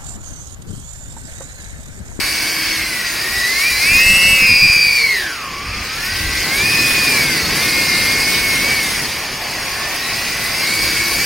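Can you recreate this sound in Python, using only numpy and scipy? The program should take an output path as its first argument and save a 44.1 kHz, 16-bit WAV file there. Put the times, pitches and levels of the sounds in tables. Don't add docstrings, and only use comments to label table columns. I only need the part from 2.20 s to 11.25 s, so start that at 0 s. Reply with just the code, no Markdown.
import sys
import numpy as np
from scipy import signal
from scipy.io import wavfile
from scipy.ndimage import uniform_filter1d, map_coordinates

SR = 44100
rng = np.random.default_rng(int(sys.argv[2]) if len(sys.argv) > 2 else 0)


def how_loud(loudness_db):
    steps = np.asarray(loudness_db, float) / 20
    return 10 ** steps


def transcribe(signal):
    frames = np.atleast_2d(signal).T
    limited = np.clip(frames, -1, 1)
    pcm = np.round(limited * 32767).astype(np.int16)
    wavfile.write(sys.argv[1], SR, pcm)


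N = 399105


def unit(x):
    return x / np.sqrt(np.mean(x ** 2) + 1e-20)


def curves(rows):
    s, *columns = np.transpose(rows)
    t = np.arange(N) / SR
    return [np.interp(t, s, column) for column in columns]


def peaks(rows):
    t = np.arange(N) / SR
    return sum(np.outer(sizes, np.clip(1 - np.abs(t - s) / half, 0, 1)) for s, half, *sizes in rows)


def wobble(rate):
    knots = rng.standard_normal(int(N * rate / SR) + 4)
    return map_coordinates(knots, [np.arange(N) * rate / SR])


def bumps(modes, hz):
    return sum(height / (1 + ((hz - centre) / width) ** 2) for centre, width, height in modes)


def shake_db(spells, fade_s=.12):
    t = np.arange(N) / SR
    gain = 0
    for start, length, db in spells:
        inside = np.minimum(t - start, start + length - t)
        gain = gain + how_loud(db) * np.clip(inside / fade_s, 0, 1)
    return 20 * np.log10(gain + 1e-4)


# (time [s], blade-passing tone [Hz])
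THROTTLE = [(0, 2253), (2.78, 2394), (2.92, 2140), (3.2, 1407), (3.32, 1340), (3.72, 1551), (3.9, 1897),
            (4.27, 1990), (4.47, 2476), (4.87, 2454), (5.28, 1850), (5.45, 2162), (5.8, 2121), (6.52, 2297),
            (6.85, 1872), (7.45, 1631), (8.35, 2053), (9.05, 2330)]
# (time [s], speed over the throttle [Hz], blade loading [dB], unevenness that feeds the octave [dB])
STEER_A = [(0, -750, 1, 3), (.55, -655, -3, 13), (.8, -810, -6, 0), (1.1, -410, 2, -4),
           (1.25, -375, 8.5, 13), (1.77, 401, -2, 0), (1.9, 481.5, 0, 2), (2.1, 511, 1.5, -2),
           (2.28, 337, -0.5, 0), (2.78, 1, 0.5, -4), (2.92, 1, 5.5, 12.5), (3.3, 5, -7, 0), (3.9, 1, 1, -6),
           (7.45, 0, -8, -8), (7.85, 87, -1.5, -2), (8.35, 1.5, -2.5, -1), (8.55, 109.5, -3.5, 5),
           (8.95, -83, -4, -8)]
STEER_B = [(0, 50, -10, 0.5), (.55, -60, -6, 5), (.85, -410, -6, -1), (1.35, -562, 0.5, 10),
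           (1.62, -229, 2.5, 8), (1.82, 246, 7, 3.5), (2.1, 300, 5.5, -6), (2.4, 58, 6, 16.5),
           (2.78, -118, 1.5, 11), (3.33, -290, 9, 8), (3.95, 140, -13, -1), (4.85, 180, -13, 0.5),
           (5.48, 317.5, -9.5, -0.5), (6.2, 209, -8.5, 1.5), (6.45, 59.5, -18, -14), (7.75, 860, -19, -14),
           (8.5, 191, -8, -4), (9.05, 6.5, -12, 3)]
STEER_C = [(0, -60, -10, -2), (0.551, -130, -13, -4), (0.801, -350, -0.5, 2), (1.3, -496, -4, 0),
           (1.571, -660, -7, -1), (1.75, -246, 2.5, 8), (1.95, -232, 1.5, 4), (2.42, 69, -2, -12),
           (2.8, -30, -4.5, 0), (3.2, -120, 8.5, 13.5), (3.401, -250, 7, 16), (3.75, -285, 5, 12),
           (4.08, -369, 3, 11), (4.25, -450, 4, 13.5), (4.48, -687, 3.5, 1), (6.5, -711, -2, 15),
           (6.75, -520, -4, 0), (9.05, -560, -3, 0)]
# (time [s], speed over the throttle [Hz], blade loading [dB])
STEER_D = [(0, -600, -6), (0.449, -552, -4), (0.899, -912, 2), (1.5, -831, -16), (1.67, -698, -2),
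           (1.8, -483, 7), (2.18, -313, 0), (2.45, -63, 1), (2.75, -142, -4.5), (3.301, -330, 2),
           (4.6, -500, -18.5), (5.35, -340, 1), (5.9, -350, 0), (6.4, -494, -4.5), (6.7, -382, -0.5),
           (7.2, -500, -18), (8.6, -330, -32), (9.05, -435, -3)]
# (time [s], half length [s], speed [Hz], loading [dB], unevenness [dB])
FLICKS_A = [(1.17, 0.11, 26, 4.5, 7), (1.4, .1, 1, -2.5, -10), (1.49, 0.089, 165, 0.5, -8),
            (1.57, 0.099, -176, -9, -15), (4.0, .2, 25.5, -0.5, 0), (4.62, 0.27, 35, 1, 11),
            (5.02, .15, 15, 3.5, 0), (5.9, 0.77, 1, 7, 1.5), (6.37, .15, -130, 6, 6), (6.6, .2, 1, 5.5, 5),
            (7.65, .1, 5.5, 7, 2), (9.06, 0.099, 128, 4, 0)]
FLICKS_B = [(1.55, 0.09, 1, 1, 6), (1.711, .1, 74, 1.5, -5), (1.95, .17, 30, 0.5, 2),
            (2.29, .13, -30, -0.5, 5), (2.55, .15, 25, 0.5, 0), (2.85, .07, 1, -10, 4),
            (2.98, .15, 0.5, 3, 1), (4.2, .2, 10, 7, 4), (4.42, .12, -19.5, -14.5, -4),
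            (5.27, .18, 30, 1, 8.5), (7.25, .4, -60.5, -13, -8), (8.249, .25, -100, -12, -10)]
FLICKS_C = [
    (1.4, .15, 360, 0, 12),
    (2.3, 0.095, -11.5, 4, 4),
    (3.05, .12, 1, 2.5, 1),
    (3.9, .15, -38, 0, 0),
    (5.15, .35, 151, 4, 0),
    (6.95, 0.21, -230, 2, -1),
    (7.5, .5, 200, -13, 0),
]
FLICKS_D = [
    (2.551, 0.147, 20, 0, 0),
]
# (start [s], length [s], level [dB])
SHAFT = [
    [(-.1, 0.89, -40), (.85, 2.27, -44.5)],
    [(1.7, 0.74, -39.5)],
    [(2.7, 0.5, -41), (3.9, 0.498, -43), (8.4, .8, -39)],
    [],
]
# (frequency [Hz], level [dB])
TONE = [(1000, -44.5), (1400, -41.5), (1700, -32), (1900, -31), (2100, -23), (2250, -20), (2500, -18.5),
        (2900, -20)]
# (frequency [Hz], level [dB])
OCTAVE = [(3000, -54), (3700, -49), (4200, -38), (4500, -32.5), (4900, -30.5), (5300, -32.5), (5700, -46)]
# (centre [Hz], width [Hz], level [dB])
DUCT = [(7930, 330, -18), (10900, 700, -28)]


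def rotor(steering, flicks, spells):
    blades, hunt, flutter_db, smear_rad, hump_db = 5, .0025, 1.56, 0.38, -15
    trim_hz, load_db, *uneven_db = curves(steering)
    flick_hz, flick_db, flick_uneven_db = peaks(flicks)
    hz = uniform_filter1d(curves(THROTTLE)[0] + trim_hz + flick_hz, size=1800)
    phase = 2 * np.pi * np.cumsum(hz * (1 + hunt * wobble(18))) / SR

    tone_db = np.interp(hz, *np.transpose(TONE)) + load_db + flick_db
    orders = [(1, how_loud(tone_db))]
    for db in uneven_db:
        octave_db = np.interp(2 * hz, *np.transpose(OCTAVE)) + db + flick_uneven_db + 1.2 * wobble(5.9)
        orders.append((2, how_loud(octave_db)))
    orders.append((1 / blades, how_loud(shake_db(spells))))
    for k, (centre, width, db) in enumerate(DUCT, 3):
        orders.append((k, how_loud(tone_db + db) * bumps([(centre, width, 1)], k * hz) ** 2))

    lines = 0
    for k, gain in orders:
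        flutter = how_loud(flutter_db * wobble(45))
        lines = lines + gain * flutter * np.sin(k * phase + smear_rad * np.sqrt(k) * wobble(120))
    hump = how_loud(tone_db + hump_db) * wobble(500) * np.sin(2 * phase)
    return np.sqrt(2) * (lines + hump)


# (time [s], level [dB])
THRUST = [(0.0, -28), (0.6, -30), (0.66, -33), (1.34, -28), (1.39, -26.5), (1.84, -24.5), (2.92, -31),
          (3.25, -44), (3.35, -45.5), (3.91, -32.5), (4.26, -31.5), (4.46, -26), (4.91, -25.5),
          (5.27, -30.5), (5.39, -26.5), (6.58, -27.5), (7.08, -37), (9.05, -26)]
# (time [s], level [dB])
AIRSPEED = [(0, -37), (.6, -36), (1, -38), (1.8, -35.5), (2.7, -39), (3, -41), (3.2, -41), (3.45, -36),
            (3.85, -36), (4.15, -31.5), (4.6, -26.5), (6, -28.5), (6.6, -31), (7, -35.5), (8, -35),
            (8.45, -33), (8.8, -31.5), (9.05, -32)]


def effort():
    cruise_thrust_db, cruise_air_db = -29, -34
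    thrust_db = uniform_filter1d(curves(THRUST)[0], size=5000) - cruise_thrust_db
    return thrust_db, curves(AIRSPEED)[0] - cruise_air_db


# (centre [Hz], width [Hz], level [dB])
FRAME = [(1095, 29, 8.5), (1470, 60, 2.5), (1834, 90, 2), (2400, 63, 2), (2600, 60, 2), (4796, 160, 7),
         (10360, 110, 5)]


def rush(spectrum, patchy_db):
    hz, _, z = signal.stft(rng.standard_normal(N + 2048), SR, nperseg=2048)
    patches = uniform_filter1d(rng.standard_normal(z.shape), 24, 0)
    patches = unit(uniform_filter1d(patches, 3, 1))
    f, level = np.transpose(spectrum)
    colour_db = np.interp(np.log(hz + 1), np.log(f), level, left=-120, right=-120) + bumps(FRAME, hz)
    coloured = z * how_loud(colour_db[:, None] + patchy_db * patches)
    return unit(signal.istft(coloured, SR, nperseg=2048)[1][:N])


# (frequency [Hz], density [dB per Hz])
BODY = [(700, -41), (1000, -18), (1300, -13.5), (2200, -3), (3000, -9), (3300, -10), (3600, -25.5)]
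GAP = [(3000, -30), (3350, -2), (3700, -0.5), (4100, 2.5), (4500, -20.5)]
WHISTLE = [(3600, -30.5), (4200, -11), (5600, -9.5), (5800, -15), (6800, -12.5), (7100, -29.5), (7600, -50)]
FIZZ = [(6500, -42), (7200, -5.5), (8500, 1), (10300, -2.5), (12000, -4), (13200, -2), (14000, -9),
        (15000, -5.5), (15900, -4)]


def wash():
    thrust_db, air_db = effort()
    gust = wobble(28)
    body_db = -23.5 + 0.33 * thrust_db + 0.19 * air_db + 0.21 * gust
    gap_db = -32 + 0.62 * thrust_db + 0.34 * air_db + 0.37 * gust
    whistle_db = -23.0 + 0.63 * thrust_db + 0.1 * air_db + 0.28 * gust
    fizz_db = thrust_db - 26.5 + 0.4 * gust + 0.85 * wobble(36)
    body = how_loud(body_db) * rush(BODY, patchy_db=1)
    gap = how_loud(gap_db) * rush(GAP, patchy_db=3.0)
    whistle = how_loud(whistle_db) * rush(WHISTLE, patchy_db=1.5)
    fizz = how_loud(fizz_db) * rush(FIZZ, patchy_db=1.58)
    return body + gap + whistle + fizz


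# (frequency [Hz], density [dB per Hz])
BUFFET = [(10, -30), (22, -7), (45, 4), (100, -1.5), (200, -25), (400, -54)]
ROAR = [(50, -24), (110, -0.5), (200, -1.5), (360, -3.5), (550, -7), (900, -42)]
FLOW = [(300, -5), (500, -4), (700, 3.5), (1000, 0.5), (1300, -3), (1700, -45)]
# (time [s], half length [s], extra buffeting [dB], extra flow [dB])
GUSTS = [
    (.1, 0.61, 2, 0.5),
    (3.1, 0.26, -3, 1),
    (3.5, 0.27, 9.5, -1.5),
    (4.0, 0.28, 15.5, -2),
    (7.5, 1.13, 0, 6),
    (8.8, 0.33, 3, 0.5),
]


def wind():
    thrust_db, air_db = effort()
    gust_buffet_db, gust_flow_db = peaks(GUSTS)
    lumps = 0.9 * wobble(8.2)
    buffet_db = -39.5 + 0.43 * air_db + gust_buffet_db + lumps + 1.4 * wobble(4)
    roar_db = air_db - 34 + 0.82 * lumps
    flow_db = -35 + gust_flow_db + .4 * air_db + 0.18 * thrust_db + 0.77 * lumps
    buffet = how_loud(buffet_db) * rush(BUFFET, patchy_db=-2.5)
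    roar = how_loud(roar_db) * rush(ROAR, patchy_db=1.0)
    flow = how_loud(flow_db) * rush(FLOW, patchy_db=1)
    return buffet + roar + flow


def scene():
    steering = (STEER_A, STEER_B, STEER_C, STEER_D)
    flicks = (FLICKS_A, FLICKS_B, FLICKS_C, FLICKS_D)
    whine = sum(map(rotor, steering, flicks, SHAFT))
    return np.tile(whine + wash() + wind(), (2, 1))


def overload(x):
    swing = signal.sosfiltfilt(signal.butter(4, 3600, fs=SR, output="sos"), x)
    load = signal.sosfiltfilt(signal.butter(2, 350, fs=SR, output="sos"), 2 * swing ** 2)
    jump = 4.4 * np.clip(load * how_loud(2.8 * wobble(200)), 0, .42) ** 3.4
    jump = signal.lfilter([.03], [1, -.97], jump)
    x = x + jump - uniform_filter1d(jump, size=2500)
    return x / (1 + np.abs(x / .95) ** 6) ** (1 / 6)


# (lower edge [Hz], share [0-1])
KEPT = [(3000, .35), (3600, .4), (4200, .6), (4900, .6), (5500, .7), (5900, .3), (6400, .6), (6900, .08),
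        (7700, .1), (8400, .25), (9000, .08), (10000, .12), (11000, .08), (12900, .45), (13800, .08),
        (14800, .08), (15850, 0)]


def noise_fill(x, tonal_db=10.5, apart=.8):
    hz, _, z = signal.stft(x, SR, nperseg=2048)
    fresh = signal.stft(rng.standard_normal((3, N)), SR, nperseg=2048)[2]
    fresh = np.sqrt(1 - apart) * fresh[0] + np.sqrt(apart) * fresh[1:]
    dice = uniform_filter1d(rng.standard_normal((len(KEPT), z.shape[2])), size=3, axis=1)
    out = z * (hz < KEPT[-1][0])[:, None]
    for (lo, kept), (hi, _), luck in zip(KEPT, KEPT[1:], dice):
        band = (hz >= lo) & (hz < hi)
        power = np.abs(z[0, band]) ** 2
        noisy = power.max(0) < how_loud(tonal_db) ** 2 * np.median(power, axis=0)
        swap = noisy & (luck > np.quantile(luck, kept))
        fresh_power = np.mean(np.abs(fresh[:, band]) ** 2, axis=(0, 1))
        fill = fresh[:, band] * np.sqrt(power.mean(0) / fresh_power)
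        out[:, band] = np.where(swap, fill, z[:, band])
    return signal.istft(out, SR, nperseg=2048)[1][:, :N]


def low_pass(x):
    return signal.sosfilt(signal.butter(12, 16890, fs=SR, output="sos"), x)


def record(dry):
    filled = noise_fill(overload(dry))
    mix = filled / (1 + np.abs(filled / .94) ** 12) ** (1 / 12)
    return low_pass(mix)


dry = scene()
out = record(dry)
transcribe(out)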